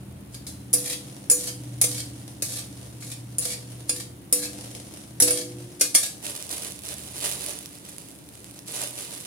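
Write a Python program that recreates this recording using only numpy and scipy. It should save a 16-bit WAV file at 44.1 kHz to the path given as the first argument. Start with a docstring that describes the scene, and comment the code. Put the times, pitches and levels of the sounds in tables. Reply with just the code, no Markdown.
"""In a small hard kitchen, a steel spatula turns puffed snacks in a hot wok. Each stroke knocks, chatters
and scrapes, making the steel ring, and the snacks tumble back with dry ticks. The spatula is dropped
in the wok, then a plastic packet is crinkled off to the right, its creases buckling and snapping.
Under it all lie a faint sizzle of oil, a low rumble and a vehicle engine droning outside."""
import sys
import numpy as np
from scipy import signal
from scipy.fft import rfft, irfft
from scipy.io import wavfile
from scipy.ndimage import uniform_filter1d

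SR = 44100
rng = np.random.default_rng(int(sys.argv[2]) if len(sys.argv) > 2 else 0)


def output_pcm(signal):
    """Save a mono or channel-first signal as 16-bit PCM at the path in sys.argv[1].

    Samples are clipped to [-1, 1] before scaling.
    """
    pcm = np.clip(np.atleast_2d(signal).T, -1, 1) * 32767
    wavfile.write(sys.argv[1], SR, np.round(pcm).astype(np.int16))


N = 408454
T = np.arange(N) / SR
REST_S = 5.8  # from here the spatula lies in the wok and damps it
TICK_T60_S = .016  # a t60 is the time a sound takes to fade by 60 dB

# Blade strokes through the wok, with relative levels: start_s, end_s, first_db, last_db, tumble_db
STROKES = [(0.317, 0.35, -64, -36.5, -51.5), (0.755, 0.939, -38, -30.5, -46),
           (1.353, 1.502, -35, -40.5, -46.5), (1.85, 2.008, -36, -36.5, -45.5),
           (2.441, 2.601, -36, -36, -43.5), (3, 3.141, -45, -45.5, -51.5), (3.408, 3.539, -37, -30, -45),
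           (3.876, 4.016, -46, -38, -66), (4.347, 4.458, -37.5, -34.5, -39.5), (4.74, 4.8, -69, -60, -46.5),
           (5.24, 5.422, -31, -36.5, -45), (5.793, 5.862, -37.5, -33, -66),
           (5.942, 6.065, -27.5, -39.5, -46)]
# Tone of steel under a sliding edge: pitch_hz, level_db
RASP_TONE = [(200, -54), (550, 1.5), (1100, -14), (1800, -10), (2500, -11.5), (4300, -1), (8000, 0),
             (11000, -1), (15500, -15.5)]


def undb(db):
    """Turn decibels into a gain to multiply by."""
    return 10 ** (np.asarray(db) / 20)


def unit(x):
    """Scale to an average power of 1."""
    return x / np.sqrt(np.mean(x ** 2))


def curve(rows):
    """Join (time_s, value) rows with straight lines."""
    return np.interp(T, *np.transpose(rows))


def gain_at(hz, tone):
    """Read the gain at a pitch from (pitch_hz, level_db) rows."""
    pitches, db = np.transpose(tone)
    return undb(np.interp(np.log(hz + 1), np.log(pitches), db))


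def colour(x, tone):
    """Filter x to a tone of (pitch_hz, level_db) rows; white noise keeps its power."""
    size = 2048
    gain = unit(gain_at(np.arange(size // 2 + 1) * SR / size, tone))
    # fold the filter so that it never sounds ahead of its input
    cepstrum = irfft(np.log(gain))
    cepstrum[1:size // 2] *= 2
    cepstrum[size // 2 + 1:] = 0
    return through(x, irfft(np.exp(rfft(cepstrum))))


def through(x, response):
    """Let every sample of x set off the response (convolution), keeping the length."""
    return signal.oaconvolve(np.atleast_2d(x), np.atleast_2d(response), axes=1)[:, :np.shape(x)[-1]]


def add(out, start_s, x):
    """Mix x into out from start_s on."""
    i = int(start_s * SR)
    out[..., i:i + x.shape[-1]] += x[..., :out.shape[-1] - i]


def fade(t60, size):
    """A gain that falls by 60 dB every t60 seconds."""
    return np.exp(-np.log(1000) * T[:size] / t60)


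def swell(start, top, end, release_db_per_s):
    """A gain that rises from start to top, holds until end and dies away."""
    rise = np.clip((T - start) / max(top - start, .001), 0, 1)
    return rise * undb(-release_db_per_s * np.maximum(T - end, 0))


def burst(t60, size=22050):
    """A fading puff of noise; left and right are alike only in the bass."""
    mid, side = rng.standard_normal((2, size))
    side = signal.sosfilt(signal.butter(1, 550, "high", fs=SR, output="sos"), side)
    return unit((mid + np.array([[1], [-1]]) * side) * fade(t60, size)) / np.sqrt(size)


def walk(rate):
    """A random wander around zero, heading for a new value rate times a second."""
    targets = rng.standard_normal(2048)
    return unit(np.interp(T * rate, np.arange(len(targets)), targets))


def grains(rate, spread_db):
    """Random clicks of uneven size, about rate a second."""
    size = undb(spread_db * np.clip(rng.standard_normal(N), -2, 2))
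    return unit((rng.random(N) < rate / SR) * size * rng.choice([-1, 1], N))


def crackle(clicks, t60, count=14):
    """Each click rings one of several tiny patches of material, each with its own tone."""
    patch = rng.integers(count, size=N)
    return sum(through(clicks * (patch == k), burst(t60, size=1024)) for k in range(count))


def kitchen(x, wet_db):
    """The direct sound plus echoes from the close walls, wet_db setting their level."""
    response = undb(wet_db) * np.pad(burst(t60=.34), ((0, 0), (150, 0)))
    response[:, 0] = 1
    return through(x, response)


def air():
    """The house and street rumble low, much alike left and right in the bass."""
    # Tone of the rumble: pitch_hz, level_db
    rumble_tone = [(20, -25), (42, -33), (65, -8), (125, 1), (200, 1), (240, -4.5), (296, 3), (390, -7.5),
                   (735, -15), (1170, -22.5), (3000, -26), (15000, -42.5)]
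    mid, side = colour(rng.standard_normal((2, N)), rumble_tone)
    side = signal.sosfilt(signal.butter(1, 900, "high", fs=SR, output="sos"), side) + 0.2 * side
    level_db = -48.5 + 0.043 * walk(rate=5.5) - 0.19 * (T - T.mean())
    return (mid + np.array([[1], [-1]]) * side) * undb(level_db)


def vehicle():
    """An engine outside drifts in speed; its wavering overtones boom through the walls."""
    # Engine speed: time_s, cycle_hz
    speeds = [(0, 12.8), (.9, 18.7), (1.83, 17.2), (2.3, 17.1), (3.8, 17.3), (4.5, 16.8), (5.7, 17.7),
              (7.3, 15.7), (9.26, 18)]
    # What the walls let through: pitch_hz, level_db
    wall_tone = [(45, -35), (62, -6.5), (76, -17), (83, -1), (90, -19), (110, -13.5), (123, 5.5),
                 (134, -9.5), (148, -13), (180, -17), (200, -3.5), (225, -30.5), (275, -10.5), (380, -20)]
    # Rise and fall of the drone: time_s, relative_db
    levels = [(0, -39), (1.7, -38), (2.4, -37.5), (4.0, -43), (5.65, -41), (5.76, -58), (7.25, -43),
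              (7.9, -52), (9.26, -52)]
    cycle_hz = curve(speeds)
    phase = 2 * np.pi * np.cumsum(cycle_hz) / SR
    drone = np.zeros(N)
    for k in range(4, 20):
        overtone = np.sin(k * phase + rng.uniform(0, 2 * np.pi))
        waver = 1 + 0.34 * walk(rate=7.2)
        drone += gain_at(k * cycle_hz, wall_tone) * overtone * waver
    return unit(drone) * undb(curve(levels) - 2.5)


def sizzle():
    """Tiny bubbles burst in the film of hot oil."""
    # Tone of the bubbles: pitch_hz, level_db
    oil_tone = [(1000, -3.5), (4000, -14.5), (7000, -9), (10000, -4), (15500, -9)]
    pops = crackle(grains(rate=3500, spread_db=5.5), t60=TICK_T60_S, count=4)
    return undb(-57) * unit(colour(pops, oil_tone))


def effort():
    """How hard the hands work the packet: quick squeezes on top of a light hold."""
    # Squeezes of the packet: start_s, length_s, level_db
    squeezes = [(6.215, 0.069, -34), (6.325, 0.15, -44.5), (6.474, 0.19, -37), (6.81, 0.1, -39),
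                (6.965, 0.14, -45.5), (7.124, 0.036, -33.5), (7.206, 0.11, -32.5), (7.379, 0.15, -38.5),
                (7.624, 0.14, -59), (7.835, .05, -46), (7.954, 0.12, -56), (8.314, 0.075, -52.5),
                (8.514, 0.055, -56), (8.655, 0.024, -33.5), (8.726, 0.12, -34.5), (8.941, 0.31, -40.5)]
    grip_s, hold_db = .039, -54.5
    squeezing = sum(undb(db) * swell(s, s + grip_s, s + length, release_db_per_s=129)
                    for s, length, db in squeezes)
    return squeezing + undb(hold_db) * (T > squeezes[0][0])


def packet():
    """Creases in the plastic film buckle in flurries: a fine rustle, lone crackles and sharp snaps."""
    # Sharp snaps of the film: start_s, relative_db
    snap_times = [(6.266, -16), (6.3628, -20.5), (6.4255, -19), (6.5125, -17), (6.528, -21), (6.648, -22),
                  (6.721, -22), (6.791, -23), (6.85, -26), (6.889, -19), (6.983, -23), (7.037, -26),
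                  (7.181, -22), (7.293, -16), (7.463, -17), (7.589, -22), (7.659, -22), (7.754, -28.5),
                  (7.893, -28), (7.983, -23.5), (8.087, -30), (8.188, -35), (8.2895, -29.5), (8.3536, -30),
                  (8.444, -26), (8.511, -30), (8.591, -25.5), (8.677, -29), (8.751, -26), (8.9792, -26)]
    # Tone of the rustle: pitch_hz, level_db
    film_tone = [(150, -10), (320, 11), (600, 10.5), (1300, 1), (2000, 3), (3000, 7), (6500, 5), (10000, 8),
                 (15500, -7)]
    # Tone of a snap: pitch_hz, level_db
    snap_tone = [(500, -22), (2500, -2), (6500, 1), (10000, 5), (15500, -5)]

    def direct(x):
        """The right side is nearer and hears each crease first."""
        return np.array([np.roll(x, 18), x])

    hands = effort()
    flutter_db = 1.7 * walk(rate=41)
    rustle = hands * undb(-3 + flutter_db) * grains(rate=1800, spread_db=5.5)
    cracks = hands * undb(-3) * grains(rate=170, spread_db=4.5)
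    for s, db in snap_times:
        add(cracks, s, undb([db + 12.5]))
    film = colour(0.49 * direct(rustle) + undb(-1) * crackle(rustle, t60=.023), film_tone)
    near = direct(crackle(cracks, t60=.005, count=4)[0])
    scattered = crackle(cracks, t60=.005, count=6)
    snaps = colour(near + scattered, snap_tone) / 2
    lean_right = undb([[-2], [1.4]])
    return (kitchen(film, wet_db=-4.5) + kitchen(snaps, wet_db=-9.5)) * lean_right


def snacks():
    """Each stroke sets light dry snacks ticking against each other and the wok."""
    # Single snacks dropping on the steel: start_s, relative_db
    drops = [(1.1659, -43), (1.24, -48), (2.1974, -51), (2.279, -40), (2.829, -49), (3.806, -43),
             (4.5325, -42), (4.587, -43), (4.6100, -38), (4.659, -42), (4.7500, -35.5), (4.8, -39.5),
             (4.9388, -42), (4.9721, -41.5)]
    # Tone of a tick: pitch_hz, level_db
    snack_tone = [(200, 10.5), (600, 15.5), (1200, 1), (3000, 5.5), (7000, 5), (10000, 6), (15500, -11)]
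    fall_s = .17  # pushed snacks fall back just after the stroke ends, then settle
    tumbles = [undb(db) * swell(start, end + fall_s, end + fall_s, release_db_per_s=34)
               for start, end, _, _, db in STROKES]
    stir = np.sqrt(sum(tumble ** 2 for tumble in tumbles))
    ticks = grains(rate=900, spread_db=8.5) * stir * undb(-5)
    for s, db in drops:
        add(ticks, s, undb([db + 23.5]))
    return kitchen(colour(crackle(ticks, t60=TICK_T60_S), snack_tone), wet_db=0)


def stand(pitch_hz=352, t60=4.5):
    """A jolt sets the iron stand under the wok humming; the dropped spatula stills it."""
    # Blows that jolt the stand: start_s, level_db
    jolts = [(3.895, -51), (5.222, -39.5)]
    out = np.zeros(N)
    for s, db in jolts:
        add(out, s, undb(db) * np.sin(2 * np.pi * pitch_hz * T) * fade(t60, N))
    return out * undb(-60 * np.maximum(T - REST_S, 0))


def clink(start_s=.467):
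    """The thin handle ticks on the rim as it is picked up, and rings on."""
    # Ringing notes of the handle: pitch_hz, level_db, t60_s
    handle_notes = [(2240, -47, 0.05), (3700, -50, 0.15), (4060, -49, 0.55), (5120, -41, 0.1)]
    out = np.zeros((2, N))
    add(out, start_s, undb(-5.5) * colour(burst(t60=.3), RASP_TONE))
    for hz, db, t60 in handle_notes:
        phase = 2 * np.pi * hz * T[:SR] + rng.standard_normal((2, 1))
        add(out, start_s, undb(db) * np.sin(phase) * fade(t60, SR))
    return out


def close_notes(spacing_hz):
    """Pick random steel notes above 1100 Hz, on average spacing_hz apart."""
    grid_hz = np.fft.rfftfreq(16384, 1 / SR)
    return (rng.random(len(grid_hz)) < grid_hz[1] / spacing_hz) * (grid_hz > 1100)


def crowd(notes, t60):
    """Many close notes are struck at once, each with a random strength, and fade together."""
    real, imag = rng.standard_normal((2, 2, len(notes)))
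    tones = irfft(notes * (real + 1j * imag))
    size = tones.shape[1]
    return unit(tones * fade(t60, size)) / np.sqrt(size)


def contact_db(hz, flat_db, top_db):
    """A flat blow bends the bowl and brings out middle tones; a biting edge brings out top ones."""
    return flat_db * np.exp(-np.log(hz / 1800) ** 2 / 2) + top_db * (hz > 8500)


def wok_ring(low_db, scatter_db, flat_db=0, top_db=0, size=66150, longest_s=9):
    """The wok rings with its own notes, in a new balance for each spot the blade touches."""
    # Ringing notes of the wok and the blade on it: pitch_hz, level_db, t60_s
    wok_notes = [(297.5, -15.5, 2.1), (492.5, -12.5, 0.68), (625, -29, .8), (1165, -21, .25),
                 (1232, -19, .22), (1641, -20, .17), (1749, -20, .25), (2166, -13, .12), (2452, -13, .26),
                 (2680, -18, .18), (3359, -20.5, .28), (3768, -16, .22), (4177, -14, .2), (4995, -6, .15),
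                 (5700, -8, .14), (6056, -8.5, .26), (6885, -6, .2), (7235, -1.5, .11), (7805, -5.5, .2),
                 (8712, -6, .2), (9111, -5, .16), (9252, -5, .18), (9436, 3.5, .08), (9612, -4, .16),
                 (9843, -3.5, .12), (10190, -1.5, .1), (11010, -1.5, .08), (11240, -4.5, .17),
                 (12555, -6.5, .12)]
    out = np.zeros((2, size))
    for hz, db, t60 in wok_notes:
        chance = rng.standard_normal(4)
        loaded = 1500 < hz < 4500  # the blade's load shortens and detunes these middle notes
        t60 = min(t60, .19 if loaded else longest_s)
        detune = 1 + (.02 if loaded else .00082) * chance[3]
        n = min(size, int(t60 * SR))
        height = min(hz / 2500, 1)  # low notes are much the same wherever the blade lands
        blow_db = low_db if hz < 1000 else contact_db(hz, flat_db / 2, top_db)
        gain = undb(db + scatter_db * height * chance[2] + blow_db)
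        offsets = np.pi * height ** 2 * chance[:2, None]  # high notes reach left and right out of step
        out[:, :n] += gain * np.sin(2 * np.pi * hz * detune * T[:n] + offsets) * fade(t60, n)
    return out


def scrapes():
    """The edge catches and slips very fast; late in the stroke it digs in, bends and rasps."""
    # Bending notes of the pressed blade: pitch_hz, relative_db
    blade_notes = [(1780, -12), (2250, -11), (3350, -8.5), (3900, -13.5), (4550, -7.5)]
    # Tone of the steel as the edge digs in: pitch_hz, level_db
    grind_tone = [(900, -15), (1750, -10), (2700, -3.5), (4500, 1.5), (7000, -2.5), (15500, -44)]
    out, rubbing = np.zeros((2, N)), np.zeros(N)
    slips = grains(rate=1200, spread_db=5) * undb(3 * walk(rate=150))
    skid = .018 * walk(rate=35)  # as a share of the pitch
    muffle = signal.butter(2, 900, fs=SR, output="sos")  # the pressed blade mutes all but low notes
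    for start, end, first_db, last_db, _ in STROKES:
        i, n = int(start * SR), 22050
        progress = T[:n] / max(end - start, .01)
        bend = np.minimum(progress, 1)
        pressure_db = first_db + (last_db - first_db) * bend ** 1.47
        pressure = uniform_filter1d(undb(pressure_db) * (progress < 1), 400)
        push = slips[i:i + n] * pressure
        add(rubbing, start, push)
        bowl = wok_ring(low_db=0, scatter_db=4, size=n, longest_s=.1 if start > REST_S else .4)
        add(out, start, undb(-40) * through(push, signal.sosfilt(muffle, bowl)))
        steel = crowd(close_notes(spacing_hz=80), t60=.07)
        add(out, start, undb(-3) * through(push * bend ** 2, colour(steel, grind_tone)))
        for hz, db in blade_notes:
            # the contact point travels, so each note slides and wavers
            slide = 1 + 0.0372 * rng.standard_normal() + 0.054 * (bend - .5) + skid[i:i + n]
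            phase = 2 * np.pi * np.cumsum(hz * slide) / SR
            # each slip sets the note ringing briefly under the hand
            swing = through(push * bend * np.exp(-1j * phase), fade(t60=.028, size=4096))
            offsets = rng.uniform(0, 2 * np.pi, (2, 1))
            add(out, start, undb(db - 22) * np.real(swing * np.exp(1j * (phase + offsets))))
    rasp = colour(crackle(rubbing, t60=.035, count=4), RASP_TONE)
    return kitchen(out + undb(-0.5) * rasp, wet_db=-1.5)


def knocks():
    """The blade edge chatters for an instant as it lands; the steel clangs and the wok rings on."""
    # Spatula blows and their boosts to low, middle and top tones:
    # start_s, relative_db, low_db, flat_db, top_db
    blows = [(0.73, -20.5, -10, -12, -1.5), (0.736, -14.5, 3.5, -5.5, 4), (.7710, -37, 18, -5, -4),
             (1.299, -17.5, 2, -1, 5.5), (1.3134, -15.5, 5, -7.5, 2), (1.8137, -14, -10, -4.5, 0),
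             (1.8406, -18, 5.5, -2, -1.5), (2.4221, -21, -6, -2, -4.5), (3.0236, -42.5, 11, 35, -12),
             (3.3836, -24.5, 5.5, -9, -1), (3.4527, -35.5, 20, 7, 2), (3.8937, -21, 6, 4, -4.5),
             (4.3255, -13.5, 6, -5, 2), (5.201, -15.5, 4, 3, 1), (5.222, -13, 12, 3, 2.5),
             (5.281, -25.5, 17, 13, -2), (5.307, -24, 6, 11, 1), (5.8105, -13, 3, 4, -3),
             (5.949, -10.5, -6, 4.5, -2)]
    # Tone of the crowd of steel notes in a blow: pitch_hz, level_db
    clang_tone = [(150, -14), (330, 1), (700, -1), (1050, -13.5), (1600, -11.5), (2200, -9), (3900, -9),
                  (5000, 1.5), (6100, 0), (7500, 3), (10000, 3.5), (12000, -0.5), (15500, -11.5)]
    out = np.zeros((2, N))
    size, chatter_s = 2048, .0032
    notes = close_notes(spacing_hz=55)  # the same in every blow
    for s, db, low_db, flat_db, top_db in blows:
        bounces = rng.choice([-1, 1], size) * (rng.random(size) < .06)
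        chatter = bounces * np.exp(-T[:size] / chatter_s)
        chatter[0] = 1.8  # the first touch is the hardest
        chatter /= np.sqrt(np.sum(chatter ** 2))
        tone = [(hz, level + contact_db(hz, flat_db, top_db)) for hz, level in clang_tone]
        clang = colour(undb(-1) * burst(t60=.045, size=16384) + crowd(notes, t60=.15), tone)
        add(out, s, undb(db + 23.5) * through(clang, chatter))
        longest_s = .24 if s > REST_S else 9
        ring = wok_ring(low_db, scatter_db=6.5, flat_db=flat_db, top_db=top_db, longest_s=longest_s)
        add(out, s, undb(db - 13) * ring)
    return kitchen(out, wet_db=-9)


def scene():
    """Everything heard in the kitchen, added together."""
    return knocks() + stand() + clink() + scrapes() + snacks() + sizzle() + packet() + vehicle() + air()


def record(dry, port_hz=9650, port_q=6.9, port_db=-3, top_hz=15800):
    """The microphone's openings ring in the treble, loud peaks are rounded and the very top is cut."""
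    b, a = signal.iirpeak(port_hz, port_q, fs=SR)
    rounded = np.tanh(dry + undb(port_db) * signal.lfilter(b, a, dry))
    return signal.sosfilt(signal.ellip(8, .2, 80, top_hz, fs=SR, output="sos"), rounded)


dry = scene()
out = record(dry)
output_pcm(out)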